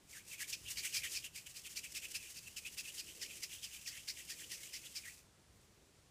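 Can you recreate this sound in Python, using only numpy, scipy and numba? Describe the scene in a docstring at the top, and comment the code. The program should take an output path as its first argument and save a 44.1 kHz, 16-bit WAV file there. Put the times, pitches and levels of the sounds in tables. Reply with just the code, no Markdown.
"""Rolling a clay ball between the palms.

Dry skin swishes over skin about ten times a second, close above a table in a quiet room.
The hollow between the cupped hands rings with the friction and dips in pitch as it opens.
The soft clay adds a dull rub and bumps against the flesh. After five seconds the hands part
and a fingertip brushes the palm to pick up the ball."""
import sys
import numpy as np
from scipy import signal
from scipy.fft import rfft, irfft, next_fast_len
from scipy.io import wavfile
from numba import njit

SR = 44100
rng = np.random.default_rng(int(sys.argv[2]) if len(sys.argv) > 2 else 0)


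def int16_out(signal):
    """Quantize to a 16-bit WAV file."""
    q = np.round(np.clip(np.atleast_2d(signal).T, -1, 1) * 32767)
    wavfile.write(sys.argv[1], SR, q.astype(np.int16))


N = 269350
TIME = np.arange(N) / SR

# Noise spectra: freq_hz, relative_db
ROOM_SPECTRUM = [(25, -27), (40, -15), (54, 2.5), (90, -3.5), (160, -1.5), (240, -9.5), (320, -9),
                 (700, -13.5), (2800, -17), (8000, -18), (11000, -25), (14000, -35), (15500, -74)]
FLESH_SPECTRUM = [(25, -12), (45, -8.5), (65, 0), (110, -3), (200, -10.5), (400, -32.5)]
CLAY_SPECTRUM = [(120, -11), (220, 1), (330, 4.5), (550, -1), (800, -13), (1500, -24.5)]
SKIN_SPECTRUM = [(700, -28), (1300, -19), (2000, -6.5), (3200, -7.5), (4100, -7.5), (5200, -3.5),
                 (6300, -1), (7700, -0.5), (9000, -3), (11000, -6.5), (13000, -9), (15500, -11.5)]
# Ball bumping the flesh: peak_s, level_db
BALL_BUMPS = [(.04, -68), (.52, -69), (.645, -58.5), (.76, -65), (1.0, -66), (1.33, -63.5), (1.78, -69),
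              (2.47, -66), (3.66, -69.5), (5.56, -67)]
# Clay rubbing the palms: time_s, level_db
CLAY_LEVEL = [(0, -77), (.6, -74.5), (1.12, -70), (1.35, -79.5), (1.8, -76.5), (2.05, -71), (2.4, -78),
              (3.25, -68), (3.7, -80.5), (4.55, -69.5), (5.3, -82.5), (5.75, -74), (6.11, -83)]
# Light sliding contact between strokes: time_s, drive_db
LIGHT_CONTACT = [(0.0, -81), (0.25, -65), (.6, -59.5), (0.9, -49.5), (1.2, -53), (1.31, -68.5), (1.4, -62),
                 (2.0, -55.5), (2.5, -58.5), (3.0, -57), (4.0, -56), (5.0, -57), (5.25, -84), (5.3, -94)]
# Finger spread, as the share of ring power in the finger gap: time_s, share
FINGER_SPREAD = [(0, 0.06), (.6, 0.3), (1.1, 0.38), (1.8, 0.33), (2.7, 0.14), (3.2, 0.56), (4.0, 0.56),
                 (4.9, 0.5), (5.05, 0.03)]
# Bright push of each circle: peak_s, drive_db, length_s, pitch_hz, ring_offset_db, overtone_offset_db
PUSH_STROKES = [(0.536, -42.5, 0.025, 2400, 3, 8), (0.782, -43, 0.039, 2210, 0.5, 5.5),
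                (0.956, -40.5, 0.056, 2330, -1, 4), (1.16, -41.5, 0.038, 2430, -2, 6.5),
                (1.367, -48, 0.056, 2410, -2.5, 0), (1.571, -49, 0.046, 2550, -6, 0),
                (1.773, -44.5, 0.035, 2500, -3, 4.5), (1.964, -42.5, 0.038, 2360, -1, 1),
                (2.154, -41, 0.034, 2610, -2.5, 1.5), (2.371, -51.5, 0.046, 2490, -5, 3),
                (2.576, -44.5, 0.028, 2600, -1.5, 0), (2.788, -43.5, 0.039, 2580, -1.5, 2),
                (2.991, -45, .036, 2980, -4.5, 4.5), (3.227, -48, .052, 1960, -1, 6),
                (3.435, -44, 0.031, 1960, -2.5, 4.5), (3.641, -45.5, 0.045, 2960, -2, 2.5),
                (3.879, -46, 0.052, 1900, -2.5, 5.5), (4.092, -45.5, 0.035, 2090, -2, 8.5),
                (4.308, -48.5, 0.051, 1890, -1.5, 3.5), (4.525, -45, 0.051, 1990, -3.5, 1.5),
                (4.745, -47, 0.052, 1840, -2, 4.5), (4.965, -45.5, 0.04, 2500, -4, 6)]
# Softer return: peak_s, drive_db, length_s, pitch_hz, ring_offset_db, slide_oct_per_length
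RETURN_STROKES = [(0.168, -51.5, 0.077, 1660, -1, -0.051), (0.336, -48.5, 0.044, 2360, .5, -0.16),
                  (0.417, -42.5, 0.052, 1780, -0.5, -0.071), (0.677, -53.5, 0.033, 3120, 8.5, -0.21),
                  (0.858, -40, 0.048, 2100, -2.5, -0.11), (1.053, -43.5, 0.052, 1880, 5, -0.016),
                  (1.256, -49, 0.048, 2750, 1, -0.031), (1.47, -51, 0.021, 2530, 3, 0.12),
                  (1.666, -47.5, .028, 2410, 2.5, -0.12), (1.85, -46, 0.031, 2390, .5, -0.02),
                  (2.044, -46, 0.037, 2430, 1.5, -0.1), (2.237, -54, 0.1, 2580, 0.5, 0.016),
                  (2.478, -52, .027, 2650, 1, 0.047), (2.672, -47.5, .033, 2500, 5, 0.079),
                  (2.877, -47.5, 0.056, 2690, 0, 0.047), (3.096, -56, 0.041, 2950, 1.5, 0.02),
                  (3.319, -51.5, 0.051, 2600, 1, 0.071), (3.541, -51, .072, 2690, -0.5, 0.25),
                  (3.752, -51.5, 0.07, 2400, -0.5, 0), (3.966, -51.5, 0.062, 2030, 2, .35),
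                  (4.194, -51, 0.051, 1900, 1, .35), (4.415, -51, 0.069, 2010, -1, 0.38),
                  (4.645, -50, 0.088, 2280, -4.5, 0.26), (4.856, -50, 0.036, 2880, 1, 0.025),
                  (5.075, -51, 0.074, 1845, 2.5, 0.18)]
# Fingers brushing skin, mostly plain hiss: peak_s, drive_db, length_s
FINGER_BRUSHES = [(0.118, -55, 0.073), (0.307, -50, 0.08), (0.5, -46.5, 0.056), (0.71, -41, 0.054),
                  (1.129, -43, 0.043), (1.507, -55, .048), (1.715, -54, 0.064), (1.924, -48.5, 0.014),
                  (2.116, -47.5, 0.03), (2.308, -48.5, .034), (2.733, -53.5, 0.043), (2.96, -47.5, 0.053),
                  (3.36, -52, 0.051), (5.132, -58.5, 0.15), (5.63, -71, .06), (5.87, -79, 0.053)]

PUSH_RISE, RETURN_RISE, BRUSH_RISE = 0.39, 0.51, 0.47  # share of length spent speeding up


def from_db(db):
    """Decibels to gain."""
    return 10 ** (np.asarray(db) / 20)


def unit_rms(x):
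    """Scale to rms 1."""
    return x / np.sqrt(np.mean(x ** 2) + 1e-20)


def curve(rows):
    """Interpolate (time_s, value) rows at every sample."""
    return np.interp(TIME, *np.transpose(rows))


def drift(rate_hz):
    """Slow random wander, rms about 1."""
    hop, warmup = 40, 2000
    pole = np.exp(-2 * np.pi * hop * rate_hz / SR)
    noise = rng.standard_normal(N // hop + warmup + 2)
    slow = signal.lfilter([1], [1, -2 * pole, pole * pole], noise)[warmup:]
    return np.interp(np.arange(N) / hop, np.arange(len(slow)), unit_rms(slow))


def swell(peak_s, length_s, rise, shape):
    """Envelope peaking at 1; shape 1 is pointed, 2 a bell, higher a flat top."""
    out = np.zeros(N)
    near = slice(max(int((peak_s - .25) * SR), 0), int((peak_s + .25) * SR))
    since_s = TIME[near] - peak_s
    side_s = length_s * np.where(since_s < 0, rise, 1 - rise)
    out[near] = np.exp(-np.abs(since_s / side_s) ** shape)
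    return out


def coloured(x, spectrum):
    """Apply a smooth spectrum; rms 1."""
    size = next_fast_len(N)
    freq_hz, level_db = np.transpose(spectrum)
    bins_hz = np.maximum(np.arange(size // 2 + 1) * SR / size, 1)
    gain = from_db(np.interp(np.log(bins_hz), np.log(freq_hz), level_db))
    return unit_rms(irfft(rfft(x, size) * gain, size)[:N])


@njit
def moving_bandpass(x, angle_rad, radius):
    """Two-pole band-pass with a per-sample centre."""
    y = np.zeros(len(x))
    for i in range(2, len(x)):
        y[i] = x[i] - x[i - 2] + 2 * radius * np.cos(angle_rad[i]) * y[i - 1] - radius ** 2 * y[i - 2]
    return y


def air_resonance(x, centre_hz, width_hz, band_hz):
    """Air pocket with moving pitch, skirts cut outside band_hz; rms 1."""
    rung = moving_bandpass(x, 2 * np.pi * centre_hz / SR, np.exp(-np.pi * width_hz / SR))
    skirts = signal.butter(2, band_hz, "band", fs=SR, output="sos")
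    return unit_rms(signal.sosfilt(skirts, rung))


def room_tone(level_db=-69):
    """Steady rumble and hiss of the room."""
    return from_db(level_db) * coloured(rng.standard_normal(N), ROOM_SPECTRUM)


def reflections(x, relative_db=-15, t60_s=0.23, count=40):
    """Table and walls return a short scatter of echoes."""
    echoes = np.zeros(N)
    for delay_s in rng.uniform(.003, .15, count):
        lag = int(delay_s * SR)
        echoes[lag:] += rng.choice([-1, 1]) * from_db(-60 * delay_s / t60_s) * x[:N - lag]
    return from_db(relative_db) * np.std(x) * unit_rms(echoes)


def flesh_rumble(rolling_db=-72, follow=0.12):
    """Flesh rumbles with the contact and swells at each bump of the ball."""
    contact_db = curve(LIGHT_CONTACT)
    power = from_db(rolling_db + follow * (contact_db - np.median(contact_db))) ** 2
    for peak_s, level_db in BALL_BUMPS:
        power += (from_db(level_db) * swell(peak_s, length_s=0.094, rise=0.34, shape=0.87)) ** 2
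    return np.sqrt(power) * coloured(rng.standard_normal(N), FLESH_SPECTRUM)


def clay_rub():
    """Soft clay rubs dully on the palms."""
    return from_db(curve(CLAY_LEVEL)) * coloured(rng.standard_normal(N), CLAY_SPECTRUM)


def friction(slips_per_s, spread_db, smooth_db):
    """Skin ridges catch and let go: dense uneven slips in a smooth hiss; rms 1."""
    sizes = from_db(spread_db * np.minimum(rng.exponential(1, N), 6)) * rng.choice([-1, 1], N)
    slips = sizes * (rng.random(N) < slips_per_s / SR)
    return unit_rms(unit_rms(slips) + from_db(smooth_db) * rng.standard_normal(N))


def stroke_envelopes():
    """Sliding drives hiss, ring and overtone; strokes add in power to the light contact."""
    # peak_s, drive_db, length_s, rise, ring_offset_db, overtone_offset_db
    strokes = [(s, db, length_s, PUSH_RISE, ring_db, overtone_db)
               for s, db, length_s, _, ring_db, overtone_db in PUSH_STROKES]
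    strokes += [(s, db, length_s, RETURN_RISE, ring_db, -18)
                for s, db, length_s, _, ring_db, _ in RETURN_STROKES]
    strokes += [(s, db, length_s, BRUSH_RISE, -13, -7) for s, db, length_s in FINGER_BRUSHES]
    contact_db = curve(LIGHT_CONTACT)
    hiss, ring, overtone = (from_db(contact_db + offset_db) ** 2 for offset_db in (0, -7.5, -8))
    for peak_s, db, length_s, rise, ring_db, overtone_db in strokes:
        hiss += (from_db(db) * swell(peak_s, length_s, rise, shape=1.94)) ** 2
        ring += (from_db(db + ring_db) * swell(peak_s, 1.21 * length_s, rise, shape=2.67)) ** 2
        late_s = peak_s + 0.041 * length_s
        overtone += (from_db(db + overtone_db) * swell(late_s, 0.93 * length_s, rise, shape=1.94)) ** 2
    return np.sqrt([hiss, ring, overtone])


def pressure(dip_db=-4, ease_s=0.0064, landing_s=0.00086):
    """Friction fades as pressure eases before each push and returns as the skin lands."""
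    level_db = np.zeros(N)
    dip_s = ease_s + landing_s
    for peak_s, _, length_s, *_ in PUSH_STROKES:
        touch_s = peak_s - 1.7 * PUSH_RISE * length_s
        level_db += dip_db * swell(touch_s, dip_s, rise=ease_s / dip_s, shape=1)
    return from_db(level_db)


def hollow_pitch_hz(closed_hz=2840, closing_share=0.61, push_slide_oct=-0.22):
    """The hollow opens and dips in each stroke, slides with the palms, then partly closes."""
    strokes = [(s, length_s, hz, push_slide_oct) for s, _, length_s, hz, _, _ in PUSH_STROKES]
    strokes += [(s, length_s, hz, slide_oct) for s, _, length_s, hz, _, slide_oct in RETURN_STROKES]
    open_hz = curve([(s, hz) for s, _, hz, _ in sorted(strokes)])
    opening, bend_oct = np.zeros(N), np.zeros(N)
    for peak_s, length_s, _, slide_oct in strokes:
        opening += swell(peak_s, 0.71 * length_s, rise=0.51, shape=3.95)
        progress = (TIME - peak_s) / length_s
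        bend_oct += slide_oct * progress * swell(peak_s, 2 * length_s, rise=.5, shape=2)
    closure = closing_share * (1 - np.minimum(opening, 1))
    return (open_hz + closure * (closed_hz - open_hz)) * 2 ** bend_oct


def palms(hiss_trim_db=-2, ring_trim_db=-4.5, overtone_trim_db=-5.5):
    """Skin friction, heard directly and through the air pockets between the hands."""
    hiss, ring, overtone = stroke_envelopes()
    spread = curve(FINGER_SPREAD)
    reshaping = drift(rate_hz=32)  # the rolling ball deforms the hollow, more so in loose hands
    hollow_hz = hollow_pitch_hz() * (1 + (.02 + .09 * spread) * reshaping)
    overtone_hz = (4740 + 600 * spread) * (1 + .04 * reshaping)
    ring *= from_db(2 * np.log2(hollow_hz / 2380))  # an open, low hollow leaks and rings less
    skin = coloured(friction(slips_per_s=4500, spread_db=-0.5, smooth_db=3.5), SKIN_SPECTRUM)
    palm_slips = friction(slips_per_s=4400, spread_db=1.5, smooth_db=3.5)
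    hollow = air_resonance(palm_slips, hollow_hz, width_hz=115, band_hz=(1300, 3950))
    upper_mode = air_resonance(palm_slips, overtone_hz, width_hz=1000, band_hz=(3900, 7400))
    finger_slips = friction(slips_per_s=3200, spread_db=3, smooth_db=-6.5)
    gap_hz = 2300 + .24 * hollow_hz + 240 * drift(rate_hz=28)  # the narrower finger gap rings higher
    finger_gap = air_resonance(finger_slips, gap_hz, width_hz=620, band_hz=(2200, 3600))
    pockets = np.sqrt(1 - spread) * hollow + np.sqrt(spread) * finger_gap
    grip = pressure() * from_db(1.54 * drift(rate_hz=53))  # tacky skin grips unevenly
    return grip * (from_db(hiss_trim_db) * hiss * skin
                   + from_db(ring_trim_db) * ring * pockets
                   + from_db(overtone_trim_db) * overtone * upper_mode)


def scene():
    """Close hands and clay over room tone; mono."""
    swishes = palms()
    return (room_tone() + reflections(swishes) + flesh_rumble() + clay_rub() + swishes)[None]


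def record(dry):
    """Steep low-pass."""
    cutoff_hz = 15450
    return signal.sosfilt(signal.ellip(12, .1, 70, cutoff_hz, fs=SR, output="sos"), dry)


dry = scene()
out = record(dry)
int16_out(out)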